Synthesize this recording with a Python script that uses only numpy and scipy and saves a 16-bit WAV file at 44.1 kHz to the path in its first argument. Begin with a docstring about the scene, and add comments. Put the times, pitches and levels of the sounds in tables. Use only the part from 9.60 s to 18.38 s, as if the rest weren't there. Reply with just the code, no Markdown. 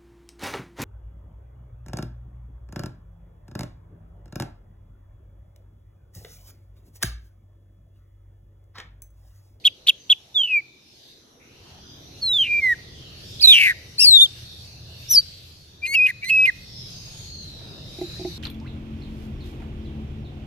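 """A leafbird in a wire cage.

Close to a stereo microphone it sings three chips, falling slurs, a buzz, a squeal, a squeak and two
whistles, then hops on its perch, which rings. The two sides of its syrinx are separate oscillators;
where they overlap they beat and rasp. A faint room tail follows each note, over low rumble, a drone
and a hum, high hiss and far-off glides."""
import sys
import numpy as np
from scipy import signal
from scipy.fft import rfft, irfft, next_fast_len
from scipy.io import wavfile
from scipy.ndimage import uniform_filter1d, minimum_filter1d

SR = 44100
rng = np.random.default_rng(int(sys.argv[2]) if len(sys.argv) > 2 else 0)


def unload_wav(signal):
    """Save mono or channel-first audio to the path in sys.argv[1] as 16-bit WAV at rate SR, clipped to [-1, 1]."""
    wavfile.write(
        sys.argv[1],
        SR,
        np.round(np.clip(np.atleast_2d(signal).T, -1, 1) * 32767).astype(np.int16),
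    )


N = 387198
TIME = np.arange(N) / SR

# Each row: start and length in seconds, top pitch in Hz, level in dB, lead of the flick in seconds,
# its pitch in Hz, its level in dB, roughness from 0 to 1, air hiss in dB.
CHIPS = [(0.048, 0.037, 3610, -11, .007, 4700, -33, 0.2, -20),
         (0.279, .029, 3470, -10, .012, 4430, -21.5, 0.25, -18),
         (0.496, 0.039, 3653, -10, .002, 4100, -43, 0.11, -28.5)]
# Glides of one side of the syrinx. Each row: start and end in seconds, first, middle and last pitch in Hz,
# level and swell in dB, attack and release in seconds, overtones in dB, final sag and quaver depth in Hz.
SLURS = [(0.745, .94, 3680, 3012, 2830, -19, -4, 0.018, 0.11, -30.5, -5, 3.5),
         (0.853, 1.006, 2760, 2498, 2240, -16, 4, 0.086, .025, -36, 40, -4),
         (2.613, 2.872, 4490, 3636, 2694, -18.5, 12.5, 0.016, 0.053, -31, 10, 58),
         (2.831, 3.014, 2450, 2397, 2340, -18.5, -2, 0.091, 0.018, -36, 81, 15.5),
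         (3.009, 3.144, 2190, 2005, 1835, -17, 1.5, 0.023, 0.016, -31.5, 320, 0),
         (3.816, 4.129, 2440, 2354, 1772, -15, 2, 0.2, 0.021, -28.5, 250, -4),
         (4.39, 4.467, 2493, 2742, 2267, -20, -0.5, 0.019, 0.044, 4.5, -3, 0)]
# Calls of the high side. Each row: time in seconds, pitch in Hz, level in dB, overtones in dB.
BUZZ = [(3.797, 3300, -34.5, -37), (3.822, 4950, -23.5, -17), (3.843, 4132, -6, -30),
        (3.89, 3750, -7.5, -31), (3.91, 3704, -7, -33), (3.946, 2887, -7.5, -25), (3.99, 2700, -16, -30),
        (4.045, 2516, -18, -49), (4.115, 2165, -32, -27)]
SQUEAL = [(4.383, 4300, -27, -16), (4.404, 5020, -12.5, -25), (4.423, 5520, -7.5, -26),
          (4.465, 4530, -11.5, -16.5), (4.512, 4040, -6, -19.5), (4.595, 3476, -10.5, -26.5),
          (4.63, 3673, -4.5, -13), (4.65, 3556, -15.5, -18), (4.664, 3110, -27, -25)]
SQUEAK = [(5.487, 5550, -36.5, -13), (5.504, 5900, -23.5, -6), (5.512, 6000, -12.5, -1.5),
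          (5.52, 6010, -17, -0.5), (5.543, 5460, -15, -3.5), (5.556, 5040, -13, -11),
          (5.569, 4655, -13, -27), (5.585, 4550, -7, -29.5), (5.606, 4670, -26.5, -18)]
# Each row: starts of lead-in, rise, hold and close in seconds, lead-in pitch in Hz, the four levels in dB.
WHISTLES = [(6.22, 6.266, 6.346, 6.476, 2493, -24.5, -28, -14, -23),
            (6.614, 6.647, 6.697, 6.866, 2380, -31.5, -30.5, -13.5, -14)]
# The held note, one list for each whistle. Each row: time in seconds, pitch in Hz.
HELD_PITCH = [
    [(6.352, 2730), (6.356, 2690), (6.402, 2454), (6.436, 2511), (6.472, 2503)],
    [(6.708, 2592), (6.764, 2590), (6.778, 2530), (6.828, 2562), (6.864, 2463)],
]
# Hoarse stretches. Each row: start and end in seconds, roughness from 0 to 1, flutter rate in Hz,
# air hiss in dB against the tone.
RASPS = [(.815, .93, 0.11, 103.9, -39), (2.83, 2.891, 0.31, 256.6, -37), (3.79, 3.973, 0.05, 202.3, -20),
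         (3.905, 4.19, 0.37, 232.1, -20), (4.37, 4.535, 0.06, 241.3, -22.5), (3.79, 3.835, .3, 250.5, -22),
         (5.48, 5.596, .07, 194.5, -20.5), (6.47, 6.525, 0.31, 317, -19), (6.612, 6.659, 0.2, 304, -50)]
# The voice catches for an instant. Each row: time in seconds, dip in dB.
CATCHES = [(.828, -13.5), (0.867, -7), (2.781, -9), (3.867, -24), (4.502, -11), (5.544, -4.5)]
# Relative levels of the second to sixth harmonics in dB.
HARMONICS_DB = [-1, -9.5, -9, -16, -8.5]
# Colour that throat and beak give the overtones. Each row: frequency in Hz, gain in dB.
THROAT_GAIN = [(4000, 1.5), (5500, 2), (7200, -2.5), (8300, -1.5), (10500, 2.5), (12500, -3), (14000, 0.5),
               (16000, -5.5)]
# Where the head points. Each row: start in seconds, left over right in dB, left lead in radians at
# 3000 Hz, left lead in ms, left and right echo delays in ms, left and right echo shares.
HEAD_POSES = [(0, -0.4, 0.6, 0.15, 2.45, 1.517, 0.19, 0.13), (.7, -1.5, 0.73, 0.18, 1.95, 0.6, 0.27, 0.24),
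              (2.5, -1, 0.49, 0.0059, 0.7, 1.075, 0.15, 0.027),
              (3.7, -2.5, 2.08, 0.13, .829, 0.22, 0.21, 0.44), (4.3, 4, 4, -0.1, 1.86, 0.88, 0.37, 0.3),
              (5.4, 3, -2.5, 0.12, 0.589, 1.3, 0.35, .6), (6.1, 2.5, 1.06, 0.018, 1.717, 1.07, 0.36, 0.062),
              (6.56, 0.6, 1.47, 0.015, 1.683, 2.982, 0.66, 0.17)]
# Feet landing on the perch. Each row: time in seconds, gain in dB.
HOPS = [(8.385, -27.5), (8.413, -18), (8.594, -26.5), (8.61, -27.5), (8.627, -47), (8.649, -17.5)]
# Each row: frequency in Hz, relative level in dB, seconds to decay by 60 dB.
PERCH_MODES = [(326.4, -7.5, 0.17), (356.5, 1, 0.12), (292, -11, 0.067), (673, -1.5, 0.035),
               (784, -14, 0.085), (2070, -9, 0.015)]
# Each row: frequency in Hz, reverberation time in seconds.
ROOM_T60 = [(300, 0.16), (2200, 0.72), (3300, 0.26), (4700, 0.72), (8000, 0.061), (15000, 0.037)]
# Spectra of the breath and the backgrounds. 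Each row: frequency in Hz, relative density in dB.
BREATH_SPECTRUM = [(900, -20.5), (2000, -9.5), (3500, 3), (5000, -3), (6500, -2), (8000, -8), (10000, 1),
                   (13000, -1.5), (15000, -12.5), (16000, -25)]
RUMBLE_SPECTRUM = [(15, -39), (25, -9), (48, -6), (76, -1), (125, 0), (176, -5), (247, -16), (353, -16),
                   (479, -22), (685, -23), (805, -30), (896, -28), (1110, -33), (1800, -30), (2340, -60),
                   (3960, -120)]
WASH_SPECTRUM = [(120, -39.5), (200, -0.5), (360, 3), (601, -4), (1020, -10.5), (1840, -12.5), (2290, -11),
                 (3310, -13.5), (4040, -15), (4770, -26.5), (5840, -4.5), (8420, -33.5), (11700, -19.5),
                 (14600, -36.5), (16000, -57.5)]
HISS_SPECTRUM = [(880, -28.5), (1500, -24), (2370, -13), (2590, -11), (3380, -9.5), (3690, -2.5),
                 (4240, -2), (5940, -11), (6500, -16.5), (7100, -17.5), (8320, -24), (12600, -21),
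                 (16000, -43.5)]
# Swells of the backgrounds. Each row: time in seconds, level in dB before mixing.
RUMBLE_LEVEL = [(0, -60.5), (1.6, -66), (2.2, -52.5), (3.7, -45.5), (4.4, -52), (5.3, -47.5), (6.1, -55),
                (7.2, -45), (8.78, -39.5)]
WASH_LEVEL = [(0, -64), (1.25, -66), (2.5, -55.5), (3.6, -59.5), (4.6, -61), (5.8, -67), (6.6, -64.5),
              (7.4, -62.5), (8.3, -62)]
HISS_LEVEL = [(0, -57.5), (1.2, -58), (1.5, -50), (1.78, -69.5), (2.1, -52.5), (2.35, -65), (2.6, -49),
              (3.45, -50.5), (3.75, -42), (4.3, -49.5), (4.95, -43.5), (5.2, -49.5), (5.5, -43),
              (6.3, -56.5), (7.35, -44.5), (8.25, -48), (8.45, -44), (8.78, -42.5)]
# Likeness of the background at the two microphones. Each row: frequency in Hz, coherence up to 1.
COHERENCE = [(60, 1), (150, 0.82), (380, 0.46), (950, -0.053), (2380, -0.05), (5980, 0.012), (15000, -0.04)]
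# Faint distant tones. Each row: blur in Hz, then points of time in seconds, pitch in Hz, level in dB.
FAR_GLIDES = [(200, [(.33, 6340, -70), (.42, 6170, -53), (.5, 6170, -64)]), (480, [(1.8, 2190, -57),
              (2.05, 3040, -60.5), (2.35, 3490, -53), (2.62, 4020, -56)]), (110, [(2.18, 4860, -62),
              (2.32, 4920, -50.5), (2.55, 4930, -76)]), (394, [(3.22, 3600, -57.5), (3.45, 3070, -48.5),
              (3.72, 2670, -61)]), (350, [(6.9, 5600, -67), (7.2, 5250, -40.5), (7.5, 4900, -51.5)]),
              (214, [(7.3, 6200, -51), (7.6, 6660, -49.5), (7.85, 6330, -52.5)]), (215, [(7.5, 4450, -56),
              (7.75, 4330, -41.5), (8.2, 3676, -51.5), (8.52, 3980, -41.5), (8.78, 3720, -51)])]
# A wavering low drone and a deeper hum. Each row: time in seconds, pitch in Hz, level in dB.
DRONE = [(0, 129.4, -73.5), (3.4, 121.6, -66), (4.4, 121.5, -51), (5.2, 118.5, -49.5), (6.3, 125.2, -66.5),
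         (7.3, 119.1, -52), (8.78, 114.8, -68)]
HUM = [(1.999, 78, -61.5), (2.6, 80, -51.5), (3.8, 86, -51.5), (4.5, 84, -52.5), (5.3, 82, -48.5),
       (6.1, 84, -56), (6.6, 80, -65.5)]


def song(jitter_share=0.0045, shimmer=0.054, throb=0.94, square_db=-17, cubic_db=-8, catch_s=0.007):
    """Nonlinear coupling of the syrinx's two sides makes combination tones; breath hisses in step."""
    flutter, fray, air = hoarseness()
    jitter = jitter_share * wobble(200)
    voice, own_squares = np.zeros((2, N)), np.zeros((2, N))
    for curve in note_curves():
        start, sound = syrinx_side(curve, flutter, fray, jitter)
        add(voice, start, sound)
        add(own_squares, start, sound ** 2)
    cross_terms = voice ** 2 - own_squares  # zero unless notes overlap
    voice += cross_terms * (amp(square_db) + amp(cubic_db) * voice)
    dips_db = sum(db * np.clip(1 - abs(TIME - s) / catch_s, 0, 1) for s, db in CATCHES)
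    voice *= amp(dips_db) * (1 + shimmer * wobble(110))
    envelope = np.sqrt(abs(uniform_filter1d(np.mean(voice ** 2, axis=0), size=300)))
    breath = np.array([coloured(lambda hz: amp(spectrum_at(BREATH_SPECTRUM, hz))) for mic in range(2)])
    return voice + envelope * air * (1 + throb * flutter) * breath


def syrinx_side(curve, flutter, fray, jitter, fade_s=0.0021, flutter_bend=0.19):
    """Source and filter: a harmonic glide, modulated in level and pitch, is coloured by the throat."""
    start = curve[0][0] - fade_s
    at = np.arange(round(start * SR), round((curve[-1][0] + fade_s) * SR))
    t = at / SR
    hz, level_db, overtone_db = (uniform_filter1d(c, size=90) for c in curve_at(curve, t))
    shiver = 1 + flutter[at] + fray[at]
    bent_hz = hz * (1 + jitter[at] + flutter_bend * flutter[at])
    phase = 2 * np.pi * np.cumsum(bent_hz) / SR + np.angle(shiver)
    fundamental = paths(start, hz) * np.exp(1j * phase)
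    overtones = 0
    for k, db in enumerate(HARMONICS_DB, 2):
        gain = amp(db + spectrum_at(THROAT_GAIN, k * hz)) * (k * hz < SR / 2)
        overtones += gain * paths(start, k * hz) * np.exp(1j * k * phase)
    edges = np.clip(np.minimum(t - t[0], t[-1] - t) / fade_s, 0, 1)
    envelope = np.sqrt(2) * amp(level_db) * edges * abs(shiver)
    return start, envelope * (fundamental + amp(overtone_db) * overtones).real


def note_curves():
    """The song is a set of frequency and amplitude contours, one for each note."""
    curves = [BUZZ, SQUEAL, SQUEAK]
    for start, end, first, middle, last, *shape in SLURS:
        curves.append(note(start, end, (first, middle, last), *shape))
    for *row, _, _ in CHIPS:
        curves += chip(*row)
    for held_pitch, row in zip(HELD_PITCH, WHISTLES):
        curves += whistle(held_pitch, *row)
    return curves


def note(start, end, pitches, db, swell_db=0, attack=.01, release=.01, overtone_db=-28,
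         sag_hz=0, quaver_hz=0):
    """A contour: pitch follows a parabola through three values, quavers, and sags as breath fails."""
    edge_db, sag_s, quaver_rate_hz = -21.5, 0.0099, 19.5
    progress = np.linspace(0, 1, 80)
    t = start + (end - start) * progress
    hz = np.polyval(np.polyfit([0, .5, 1], pitches, 2), progress)
    hz -= sag_hz * np.clip(1 - (end - t) / sag_s, 0, 1)
    hz += quaver_hz * np.cos(2 * np.pi * quaver_rate_hz * (t - start))
    closed = 1 - np.clip(np.minimum((t - start) / attack, (end - t) / release), 0, 1)
    level_db = db + swell_db * (progress - .5) + edge_db * closed
    return np.column_stack([t, hz, level_db, np.full(len(t), overtone_db)])


def chip(start, length, top_hz, db, lead_s, flick_hz, flick_db, flick_s=0.015):
    """Two fast frequency sweeps: an upward flick of the high side, then an arch of the low side."""
    early = start - lead_s
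    flick = note(early, early + flick_s, flick_hz * np.array([.5, .8, .96]), flick_db,
                 attack=0.0027, release=0.0018, overtone_db=-18)
    arch = note(start, start + length, top_hz * np.array([.83, .94, .68]), db,
                attack=0.0059, release=0.0059, overtone_db=-29.5)
    return [flick, arch]


def whistle(held_pitch, start, rise, hold, until, lead_hz, lead_db, rise_db, hold_db, close_db):
    """Two oscillators alternate, high, low, high, low, and beat briefly at each handover."""
    overlap_s, close_s, close_hz = 0.011, 0.039, (2146, 2094, 1867)
    lead_in = note(start, rise + overlap_s, lead_hz * np.array([.95, .97, 1.02]), lead_db,
                   attack=0.017, release=0.012, overtone_db=-25)
    rising = note(rise - overlap_s, hold + overlap_s, lead_hz * np.array([.82, .868, .905]), rise_db,
                  swell_db=11.5, attack=0.009, release=0.0096, overtone_db=-8.5)
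    held = note(hold - overlap_s / 2, until + overlap_s, (0, 0, 0), hold_db,
                swell_db=0.5, attack=0.0097, release=0.019, overtone_db=-34)
    held[:, 1] = curve_at(held_pitch, held[:, 0])[0]  # its pitch has a curve of its own
    close = note(until - overlap_s, until + close_s, close_hz, close_db,
                 attack=0.023, release=0.01, overtone_db=-29, sag_hz=330)
    return [lead_in, rising, held, close]


def hoarseness(clear_air_db=-52, unevenness=0.48, fray_share=0.76, fray_hz=500):
    """Irregular vibration: the membranes throb unevenly (flutter), shiver (fray) and leak air."""
    flutter, roughness, air = np.zeros(N), np.zeros(N), np.full(N, amp(clear_air_db))
    drift = wobble(200)
    for start, end, rough, rate_hz, air_db in rasp_spans():
        span = (TIME > start) & (TIME < end)
        depth = rough * signal.windows.tukey(span.sum(), .3)
        cycles = np.cumsum(rate_hz * (1 + unevenness * drift[span])) / SR
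        flutter[span] += depth * np.cos(2 * np.pi * cycles)
        roughness[span] += depth
        air[span] += amp(air_db) * np.hanning(span.sum())
    fray = fray_share * roughness * (wobble(fray_hz) + 1j * wobble(fray_hz))
    return flutter, fray, air


def rasp_spans():
    """Fast modulation is heard as roughness: in the rasps, the chips and each turn of a whistle."""
    turn_s, turn_rough, turn_flutter_hz, turn_air_db = 0.017, 0.18, 290, -22.5
    scratch_s, scratch_rough, chip_flutter_hz = 0.007, 0.46, 394
    rows = [(s - turn_s, s + turn_s, turn_rough, turn_flutter_hz, turn_air_db)
            for _, rise, hold, until, *_ in WHISTLES for s in (rise, hold, until)]
    for start, length, _, _, lead_s, _, _, rough, air_db in CHIPS:
        rows += [(start - lead_s - scratch_s, start + scratch_s, scratch_rough, chip_flutter_hz, air_db),
                 (start, start + length, rough, chip_flutter_hz, air_db)]
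    return RASPS + rows


def beak(x, cut_hz=1450):
    """An opening much smaller than the wavelength radiates poorly, so it acts as a high-pass."""
    return signal.sosfiltfilt(signal.butter(5, cut_hz, "highpass", fs=SR, output="sos"), x)


def paths(s, hz, reference_hz=3000):
    """Comb filtering: at each microphone the direct sound interferes with one bounce off the cage."""
    _, pan_db, lead_rad, lead_ms, *bounces = [pose for pose in HEAD_POSES if pose[0] <= s][-1]
    echo_ms, echo_share = np.reshape(bounces, (2, 2, 1))
    sides, per_ms = np.array([[.5], [-.5]]), 2j * np.pi / 1000
    lead = 1j * lead_rad + per_ms * (hz - reference_hz) * lead_ms
    direct = amp(sides * pan_db) * np.exp(sides * lead)
    echo = echo_share * np.exp(-per_ms * hz * echo_ms)
    return direct * (1 + echo) / np.sqrt(1 + echo_share ** 2)


def perch(attack_s=0.0056):
    """Each footfall excites the damped modes of the wooden perch and the cage frame."""
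    out, t = np.zeros((2, N)), np.arange(SR // 3) / SR
    ring = sum(amp(db - 60 * t / t60) * np.sin(2 * np.pi * hz * t) for hz, db, t60 in PERCH_MODES)
    ring *= 1 - np.exp(-t / attack_s)
    for s, db in HOPS:
        add(out, s, amp(db) * ring * amp([[-1], [1]]))  # slightly to the right
    return out


def room(x, tail_db=-36, tail_build_s=0.049, early_db=-27, early_decay_s=0.02):
    """Reverberation: early reflections from cage and wall, then a tail whose decay varies with pitch."""
    hz, frame_s, spectra = signal.stft(rng.standard_normal((2, SR)), SR, nperseg=256)
    decay = amp(-60 * frame_s / spectrum_at(ROOM_T60, hz)[:, None])
    tail = signal.istft(spectra * decay, SR, nperseg=256)[1][:, :SR]
    t = TIME[:SR]
    tail *= 1 - np.exp(-t / tail_build_s)
    early = rng.standard_normal((2, SR)) * np.exp(-t / early_decay_s) * (t > .001)
    response = amp(tail_db) * tail / np.linalg.norm(tail[0])
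    response += amp(early_db) * early / np.linalg.norm(early[0])
    return signal.fftconvolve(x, response, axes=1)[:, :N]


def far_tones():
    """Distant glides are incoherent between the microphones; the low hum and drone are coherent."""
    out = np.zeros((2, N))
    for blur_hz, rows in FAR_GLIDES:
        add(out, rows[0][0], np.array([blurred_tone(rows, blur_hz) for mic in range(2)]))
    add(out, HUM[0][0], blurred_tone(HUM, blur_hz=16)[None])
    add(out, DRONE[0][0], blurred_tone(DRONE, blur_hz=6.9)[None])
    return out


def blurred_tone(rows, blur_hz):
    """Random modulation spreads a gliding carrier into a narrow band of noise."""
    t = np.arange(rows[0][0], rows[-1][0], 1 / SR)
    hz, level_db = curve_at(rows, t)
    size = next_fast_len(len(t))
    band = np.exp(-(np.fft.fftfreq(size, 1 / SR) / blur_hz) ** 2)
    blur = np.fft.ifft(band * (rng.standard_normal(size) + 1j * rng.standard_normal(size)))[:len(t)]
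    carrier = np.exp(2j * np.pi * np.cumsum(hz) / SR)
    return amp(level_db) * unit((blur * carrier).real)


def surroundings():
    """Independent noises add in power: low rumble, a soft wash and a patchy high hiss."""
    rumble = diffuse_noise(RUMBLE_SPECTRUM, RUMBLE_LEVEL, patchy_db=2.2)
    wash = diffuse_noise(WASH_SPECTRUM, WASH_LEVEL, patchy_db=3.5)
    hiss = diffuse_noise(HISS_SPECTRUM, HISS_LEVEL, patchy_db=3.5)
    return rumble + amp(5.5) * wash + hiss


def diffuse_noise(spectrum, level, patchy_db):
    """A diffuse field is coherent only at low frequencies; its spectrum drifts in random patches."""
    hz, frames = np.fft.rfftfreq(2048, 1 / SR), N // 512 + 5
    left_re, left_im, other_re, other_im, patches = rng.standard_normal((5, frames, len(hz)))
    patches = unit(uniform_filter1d(uniform_filter1d(patches, size=14, axis=0), size=20, axis=1))
    gain = amp(spectrum_at(spectrum, hz) + patchy_db * patches)
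    gain /= np.linalg.norm(gain, axis=1, keepdims=True)
    shared = np.sqrt(np.clip(spectrum_at(COHERENCE, hz), 0, 1))
    left = left_re + 1j * left_im
    right = shared * left + np.sqrt(1 - shared ** 2) * (other_re + 1j * other_im)
    spectra = gain * np.array([left, right])
    noise = signal.istft(spectra, nperseg=2048, noverlap=1536, time_axis=1, freq_axis=2)[1][:, :N]
    return amp(curve_at(level, TIME)[0]) * unit(noise)


def wobble(rate_hz):
    """Low-pass noise: a waver no faster than about rate_hz."""
    return coloured(lambda hz: np.exp(-(hz / rate_hz) ** 2))


def coloured(gain):
    """White noise filtered by gain(Hz), at rms 1."""
    return unit(irfft(rfft(rng.standard_normal(N)) * gain(np.fft.rfftfreq(N, 1 / SR)), N))


def amp(db):
    """Decibels to amplitude ratio."""
    return 10 ** (np.asarray(db) / 20)


def unit(x):
    """Normalises to rms 1."""
    return x / np.sqrt(np.mean(x ** 2) + 1e-20)


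def spectrum_at(points, hz):
    """Interpolates (Hz, value) points on a log-frequency axis."""
    f, value = np.transpose(points)
    return np.interp(np.log(hz + 1), np.log(f + 1), value)


def curve_at(rows, t):
    """Interpolates every column of a curve at the times t."""
    s, *columns = np.transpose(rows)
    return [np.interp(t, s, column) for column in columns]


def add(mix, s, sound):
    """Superposes a sound on the stereo mix at time s."""
    part = mix[:, max(round(s * SR), 0):][:, :sound.shape[1]]
    part += sound[:, :part.shape[1]]


def scene():
    """Superposition of the bird and its perch, their reverberation and the background."""
    near = beak(song()) + perch()
    return near + room(near) + surroundings() + far_tones()


def record(dry, ceiling=0.93, edge_hz=15900):
    """Peak limiting holds the loudest notes just under full scale; a low-pass limits the band."""
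    allowed = np.minimum(1, ceiling / (abs(dry).max(axis=0) + 1e-9))
    limited = dry * uniform_filter1d(minimum_filter1d(allowed, size=200), size=200)
    low_pass = signal.firwin(511, edge_hz, window=("kaiser", 9), fs=SR)
    return signal.oaconvolve(limited, low_pass[None], "same", axes=1)


dry = scene()
out = record(dry)
unload_wav(out)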